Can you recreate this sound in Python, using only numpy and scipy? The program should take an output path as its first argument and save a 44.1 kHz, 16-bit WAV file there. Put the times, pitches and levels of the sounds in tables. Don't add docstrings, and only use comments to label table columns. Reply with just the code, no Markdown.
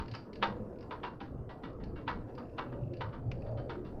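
import sys
import numpy as np
from scipy import signal
from scipy.io import wavfile
from scipy.ndimage import uniform_filter1d

SR = 44100
rng = np.random.default_rng(int(sys.argv[2]) if len(sys.argv) > 2 else 0)


def output_pcm(signal):
    pcm = np.clip(np.atleast_2d(signal).T, -1, 1) * 32767
    wavfile.write(sys.argv[1], SR, np.round(pcm).astype(np.int16))


N = 176400
T = np.arange(N) / SR

# start_s, level_db, tilt_db_per_octave, landing_s, knock_hz
SLAPS = [(-0.008, -42.5, 1, .01, 1090), (0.138, -47.5, 1, 0.013, 1190), (0.426, -27.5, -0.5, .01, 904),
         (0.909, -40, -1.5, 0.016, 1020), (1.033, -37.5, -1, 0.02, 1070), (1.204, -45.5, 1, 0.013, 970),
         (1.493, -49.5, 0.5, 0.019, 980), (1.635, -47, 1, 0.018, 1330), (1.8, -58, -2, 0.036, 1750),
         (1.958, -52.5, 1, 0.041, 1480), (2.078, -33.5, -1, 0.013, 1200), (2.284, -62.5, 0, 0.014, 1800),
         (2.378, -47.5, -3, 0.01, 1200), (2.582, -36.5, -1.5, .012, 1230), (2.721, -53, -2.5, 0.023, 1420),
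         (3.008, -38, -1, .012, 1130), (3.127, -48.5, -2, 0.024, 1315), (3.462, -57, -1.5, 0.01, 1490),
         (3.574, -52.5, 1, 0.0095, 1350), (3.695, -42.5, 0, 0.021, 1340), (3.848, -57, 3, 0.024, 1500)]
# pitch_hz, gain_db
MAST_MODES = [(629, -8), (790, -3), (917, 2), (989, -1), (1160, -9), (1231, -8), (1315, -7), (1589, -9),
              (1929, -6), (2245, -12), (2762, -10), (2888, -14), (3057, -15), (3529, -15)]
# frequency_hz, gain_db
RATTLE_SPECTRUM = [(200, -14.5), (450, 4.5), (680, -6), (900, 1), (1500, -0.5), (2200, -11), (3600, -13),
                   (4600, -14), (6000, -29), (8000, -55), (12000, -84.5)]
# frequency_hz, t60_s
RATTLE_DECAY = [(400, .36), (1200, .29), (5000, .24)]
# frequency_hz, gain_db
CRACK_SPECTRUM = [(300, -12.5), (900, 4.5), (3500, 1), (5000, -17), (8000, -48.5), (12000, -76)]
# start_s, level_db, pitch_hz
TICKS = [(0.058, -45, 4500), (0.081, -37, 4300), (0.113, -32, 4340), (0.137, -35, 4430), (0.149, -28, 5000),
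         (0.33, -37.5, 4450), (0.355, -37.5, 4030), (0.786, -47, 4900), (0.807, -43, 5240),
         (0.826, -44, 4950), (1.836, -37.5, 4340), (2.349, -44, 4700), (2.381, -39.5, 4800),
         (2.935, -40, 2750), (2.968, -42, 4392), (3.419, -47.5, 2470)]
# frequency_hz, gain_db
TICK_SPECTRUM = [(500, -13), (1300, -1), (2800, 6), (3300, -6), (4300, -0.5), (5300, -5), (6300, -17),
                 (8000, -28.5), (12000, -44.5)]
# pitch_hz, gain_db
FITTING_MODES = [(1700, -3), (2050, -4), (2680, -3), (2830, -3), (4720, -9)]
# frequency_hz, gain_db
SNAP_SPECTRUM = [(700, -13), (1600, -14.5), (2400, -8.5), (2800, -9.5), (3200, -17.5), (3900, -24),
                 (5000, -21), (6500, -35.5), (9000, -59)]
# middle_s, length_s, pitch_hz, level_db
CHATTERS = [(2.426, 0.35, 2660, -77.5), (2.774, 0.46, 2700, -77.5), (3.495, 0.63, 4595, -80.5)]
# time_s, pitch_hz, level_db
MOAN = [(0, 440, -60.5), (.35, 422.7, -53.5), (.58, 500.3, -48), (.9, 471.4, -53.5), (1.25, 483.4, -60.5),
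        (1.55, 441.4, -60), (1.75, 473.4, -53), (2.05, 438.4, -56), (2.3, 496.2, -57.5), (2.55, 484, -52),
        (2.8, 559.8, -51), (3.05, 511.7, -52), (3.25, 490, -55), (3.55, 627.7, -44.5), (3.73, 430, -46.5),
        (4, 406.3, -52.5)]
# pitch_ratio, bandwidth_hz, gain_db
LINES = [(.74, 115.5, -6), (1, 116, 0.5), (1.3, 122.7, -12.5)]
# time_s, level_db
HUM = [(0, -66), (.12, -42.5), (.3, -61.5), (.5, -52), (1.25, -58), (1.39, -43.5), (1.55, -58), (1.88, -52),
       (2.62, -53.5), (2.83, -40.5), (2.96, -48), (3.08, -36.5), (3.2, -72), (3.27, -34), (3.48, -48),
       (3.58, -38), (3.75, -52.5), (4, -51)]
# middle_s, length_s, pitch_hz, glide_hz_per_s, level_db
LOCKED_NOTES = [(.52, 0.52, 209.6, -0.5, -47), (1.95, 0.11, 355, 199, -47.5), (2.39, 0.11, 500, -2, -49.5),
                (2.77, 0.25, 572, 101.5, -50), (2.945, 0.089, 358, 198, -43.5),
                (3.76, 0.22, 366.3, -100, -46.5)]
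# frequency_hz, gain_db
ROAR_SPECTRUM = [(20, -9), (100, -12), (250, 8), (420, 0), (600, -3), (850, -11), (1300, -18.5),
                 (2200, -35), (3500, -46.5), (5300, -45), (7500, -49.5), (15000, -52)]
# time_s, level_db
BUFFETS = [(0, -39.5), (.2, -71), (.38, -49), (.6, -44.5), (.75, -53.5), (1.2, -53.5), (1.39, -42),
           (1.55, -56.5), (1.9, -41.5), (2.03, -50.5), (2.16, -41.5), (2.3, -54.5), (2.65, -51),
           (2.82, -45), (2.95, -51.5), (3.27, -41.5), (3.72, -49.5), (4, -45)]
# frequency_hz, gain_db
RUMBLE_SPECTRUM = [(10, -3), (30, -1), (75, -1), (130, -6), (220, -7.5), (400, -21), (900, -48.5),
                   (3000, -87.5)]

LEAD_S, BRUSH_S, BRUSH_DB = .02, .0046, -26.5
SCUFF_DB, CONTACT_RISE_DB = -12.5, 5
MODES_DB, KNOCK_DB, CLATTER_DB = -2, 5, 2
CRACK_DB, CRACK_DB_PER_DB = 13, .45
MODE_T60_S, MODE_SPREAD_DB, DETUNE = .2, 6.5, .006
TICK_T60_S, CLINK_WIDTH_HZ, FITTING_RING_DB = .32, 600, -13.5
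ROAR_DB, PATCH_DB, SWELL_DB = -49.5, 3.5, 1


def slap(db, tilt_db_per_octave, landing_s, knock_hz, contacts=4):
    t = np.arange(SR // 2) / SR
    since = t - LEAD_S
    place = np.linspace(0, 1, contacts) + np.r_[0, rng.uniform(-.12, .12, contacts - 1)]
    brush = amp(BRUSH_DB) * np.exp(-abs(since) / BRUSH_S)
    scuff = amp(SCUFF_DB) * np.exp(-abs(since) / landing_s)
    force = rng.standard_normal(len(t)) * np.where(since < 0, brush, scuff)
    hits = ((LEAD_S + abs(place * landing_s)) * SR).astype(int)
    force[hits] += amp(CONTACT_RISE_DB * place) * rng.choice([-1, 1], contacts)
    buildup = np.sqrt(np.cumsum(unit_energy(force) ** 2))
    clatter = amp(CLATTER_DB * unit_rms(uniform_filter1d(rng.standard_normal(len(t)), size=200)))
    decay = noise(lambda s, hz: -60 * s / at_frequency(RATTLE_DECAY, hz), len(t), size=256)
    rattle = unit_energy(buildup * colour(clatter * decay, RATTLE_SPECTRUM))
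    ring = amp(MODES_DB) * unit_energy(buildup * modal_ring(MAST_MODES, len(t)))
    crack = amp(CRACK_DB + CRACK_DB_PER_DB * db) * unit_energy(colour(force, CRACK_SPECTRUM))
    body = ring + rattle + crack
    body += (amp(KNOCK_DB) - 1) * resonate(body, knock_hz, knock_hz / 2)
    body = colour(body, [(700, 0), (5600, 3 * tilt_db_per_octave)])
    return amp(db) * unit_energy(body) * np.sqrt(0.029 * SR)


def halyards(far_count=14, far_db=-61, cutoff_hz=7000):
    out = np.zeros(N)
    for start_s, *blow in SLAPS:
        add(out, start_s - LEAD_S, slap(*blow))
    for start_s in (np.arange(far_count) + rng.random(far_count)) / far_count * N / SR:
        add(out, start_s, slap(far_db, tilt_db_per_octave=-9.5, landing_s=0.024, knock_hz=1400))
    return signal.lfilter(*signal.butter(N=4, Wn=cutoff_hz, fs=SR), out)


def click(db, fade_s=.0033, tail_db=-19):
    t = np.arange(SR // 4) / SR
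    attack = 1 - np.exp(-2 * t / fade_s)
    decay = np.exp(-t / fade_s) + amp(tail_db - 60 * t / TICK_T60_S)
    return amp(db) * rng.standard_normal(len(t)) * attack * decay


def fittings(faint_count=70, faint_db=-64, spread_db=3):
    ticks = np.zeros(N)
    for start_s, db, hz in TICKS:
        contact = click(db)
        add(ticks, start_s, contact / 2 + 0.71 * resonate(contact, hz, CLINK_WIDTH_HZ))
    starts = rng.uniform(0, N / SR, faint_count)
    for start_s, db in zip(starts, rng.normal(faint_db, spread_db, faint_count)):
        add(ticks, start_s, click(db))
    ring = signal.fftconvolve(ticks, modal_ring(FITTING_MODES, SR // 2))[:N]
    return colour(ticks, TICK_SPECTRUM) + amp(FITTING_RING_DB) * ring


def line_snap(start_s=3.3145):
    out = np.zeros(N)
    add(out, start_s, click(db=-15, fade_s=.0032, tail_db=-26))
    return colour(out, SNAP_SPECTRUM)


def shackle_chatter(contacts_per_s=250, width_hz=330):
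    out = np.zeros(N)
    for middle_s, length_s, hz, db in CHATTERS:
        contacts = rng.standard_normal(N) * (rng.random(N) < contacts_per_s / SR)
        ring = resonate(resonate(contacts, hz, width_hz), hz, width_hz)
        out += amp(db) * gust(middle_s, length_s) * unit_rms(ring)
    return out


def aeolian_tone(hz, width_hz):
    radius = np.exp(-np.pi * width_hz / SR)
    eddies = signal.lfilter([1], [1, -2 * radius, radius ** 2], rng.standard_normal((N, 2)) @ [1, 1j])
    carrier = np.exp(2j * np.pi * np.cumsum(hz * np.ones(N)) / SR)
    return unit_rms((eddies * carrier).real)


def rigging_moan():
    pitch_hz = over_time(MOAN)
    moan = sum(amp(db) * aeolian_tone(ratio * pitch_hz, width_hz) for ratio, width_hz, db in LINES)
    return amp(over_time(MOAN, column=2)) * unit_rms(moan)


def stay_hum():
    return amp(over_time(HUM)) * aeolian_tone(hz=119.1, width_hz=37)


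def locked_notes(width_hz=19):
    out = np.zeros(N)
    for middle_s, length_s, hz, glide, db in LOCKED_NOTES:
        out += amp(db) * gust(middle_s, length_s) * aeolian_tone(hz + glide * (T - middle_s), width_hz)
    return out


def wind():
    def roar_db(t, hz):
        patches = uniform_filter1d(rng.standard_normal((len(t), len(hz))), size=14, axis=0)
        patches = unit_rms(uniform_filter1d(patches, size=5, axis=1))
        swell = unit_rms(uniform_filter1d(rng.standard_normal(t.shape), size=50, axis=0))
        return at_frequency(ROAR_SPECTRUM, hz) + PATCH_DB * patches + SWELL_DB * swell
    rumble = noise(lambda t, hz: at_frequency(RUMBLE_SPECTRUM, hz), N, size=4096)
    return amp(ROAR_DB) * noise(roar_db, N, size=1024) + amp(over_time(BUFFETS)) * rumble


def modal_ring(modes, length):
    hz, db = np.transpose(modes)[:, :, None]
    t = np.arange(length) / SR
    share, detune = rng.standard_normal((2, len(hz), 1))
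    cycles = hz * (1 + DETUNE * detune) * t + rng.random(hz.shape)
    envelopes = amp(db + MODE_SPREAD_DB * share - 60 * t / MODE_T60_S)
    return unit_energy(np.sum(envelopes * np.sin(2 * np.pi * cycles), axis=0))


def resonate(x, hz, width_hz):
    return signal.lfilter(*signal.iirpeak(hz, hz / width_hz, fs=SR), x)


def colour(x, spectrum, size=2048):
    log_gain = np.log(amp(at_frequency(spectrum, abs(np.fft.fftfreq(size, 1 / SR)))))
    taps = np.fft.ifft(np.exp(np.conj(signal.hilbert(log_gain)))).real
    return signal.fftconvolve(x, taps)[:len(x)]


def noise(shape_db, length, size):
    hop = size // 4
    t = np.arange(length // hop + 6)[:, None] * hop / SR
    hz = np.fft.rfftfreq(size, 1 / SR)
    spectra = (rng.standard_normal((len(t), len(hz), 2)) @ [1, 1j]) * amp(shape_db(t, hz))
    return unit_rms(signal.istft(spectra.T, nperseg=size, noverlap=size - hop)[1][:length])


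def gust(middle_s, length_s):
    return np.cos(np.pi * np.clip((T - middle_s) / length_s, -.5, .5))


def amp(db):
    return 10 ** (np.asarray(db) / 20)


def unit_rms(x):
    return x / np.sqrt(np.mean(x ** 2) + 1e-20)


def unit_energy(x):
    return x / np.sqrt(np.sum(x ** 2) + 1e-20)


def at_frequency(rows, hz):
    row_hz, values = np.transpose(rows)
    return np.interp(np.log(hz + 1), np.log(row_hz + 1), values)


def over_time(rows, column=1):
    rows = np.array(rows)
    return np.interp(T, rows[:, 0], rows[:, column])


def add(mix, start_s, sound):
    at = round(start_s * SR)
    sound = sound[max(-at, 0):]
    part = mix[max(at, 0):][:len(sound)]
    part += sound[:len(part)]


def scene():
    impacts = halyards() + fittings() + line_snap() + shackle_chatter()
    tones = rigging_moan() + stay_hum() + locked_notes()
    return (impacts + tones + wind())[None]


def record(dry):
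    taps = signal.firwin(511, 15500, window=("kaiser", 9), fs=SR)
    return signal.oaconvolve(dry, taps[None], "same")


dry = scene()
out = record(dry)
output_pcm(out)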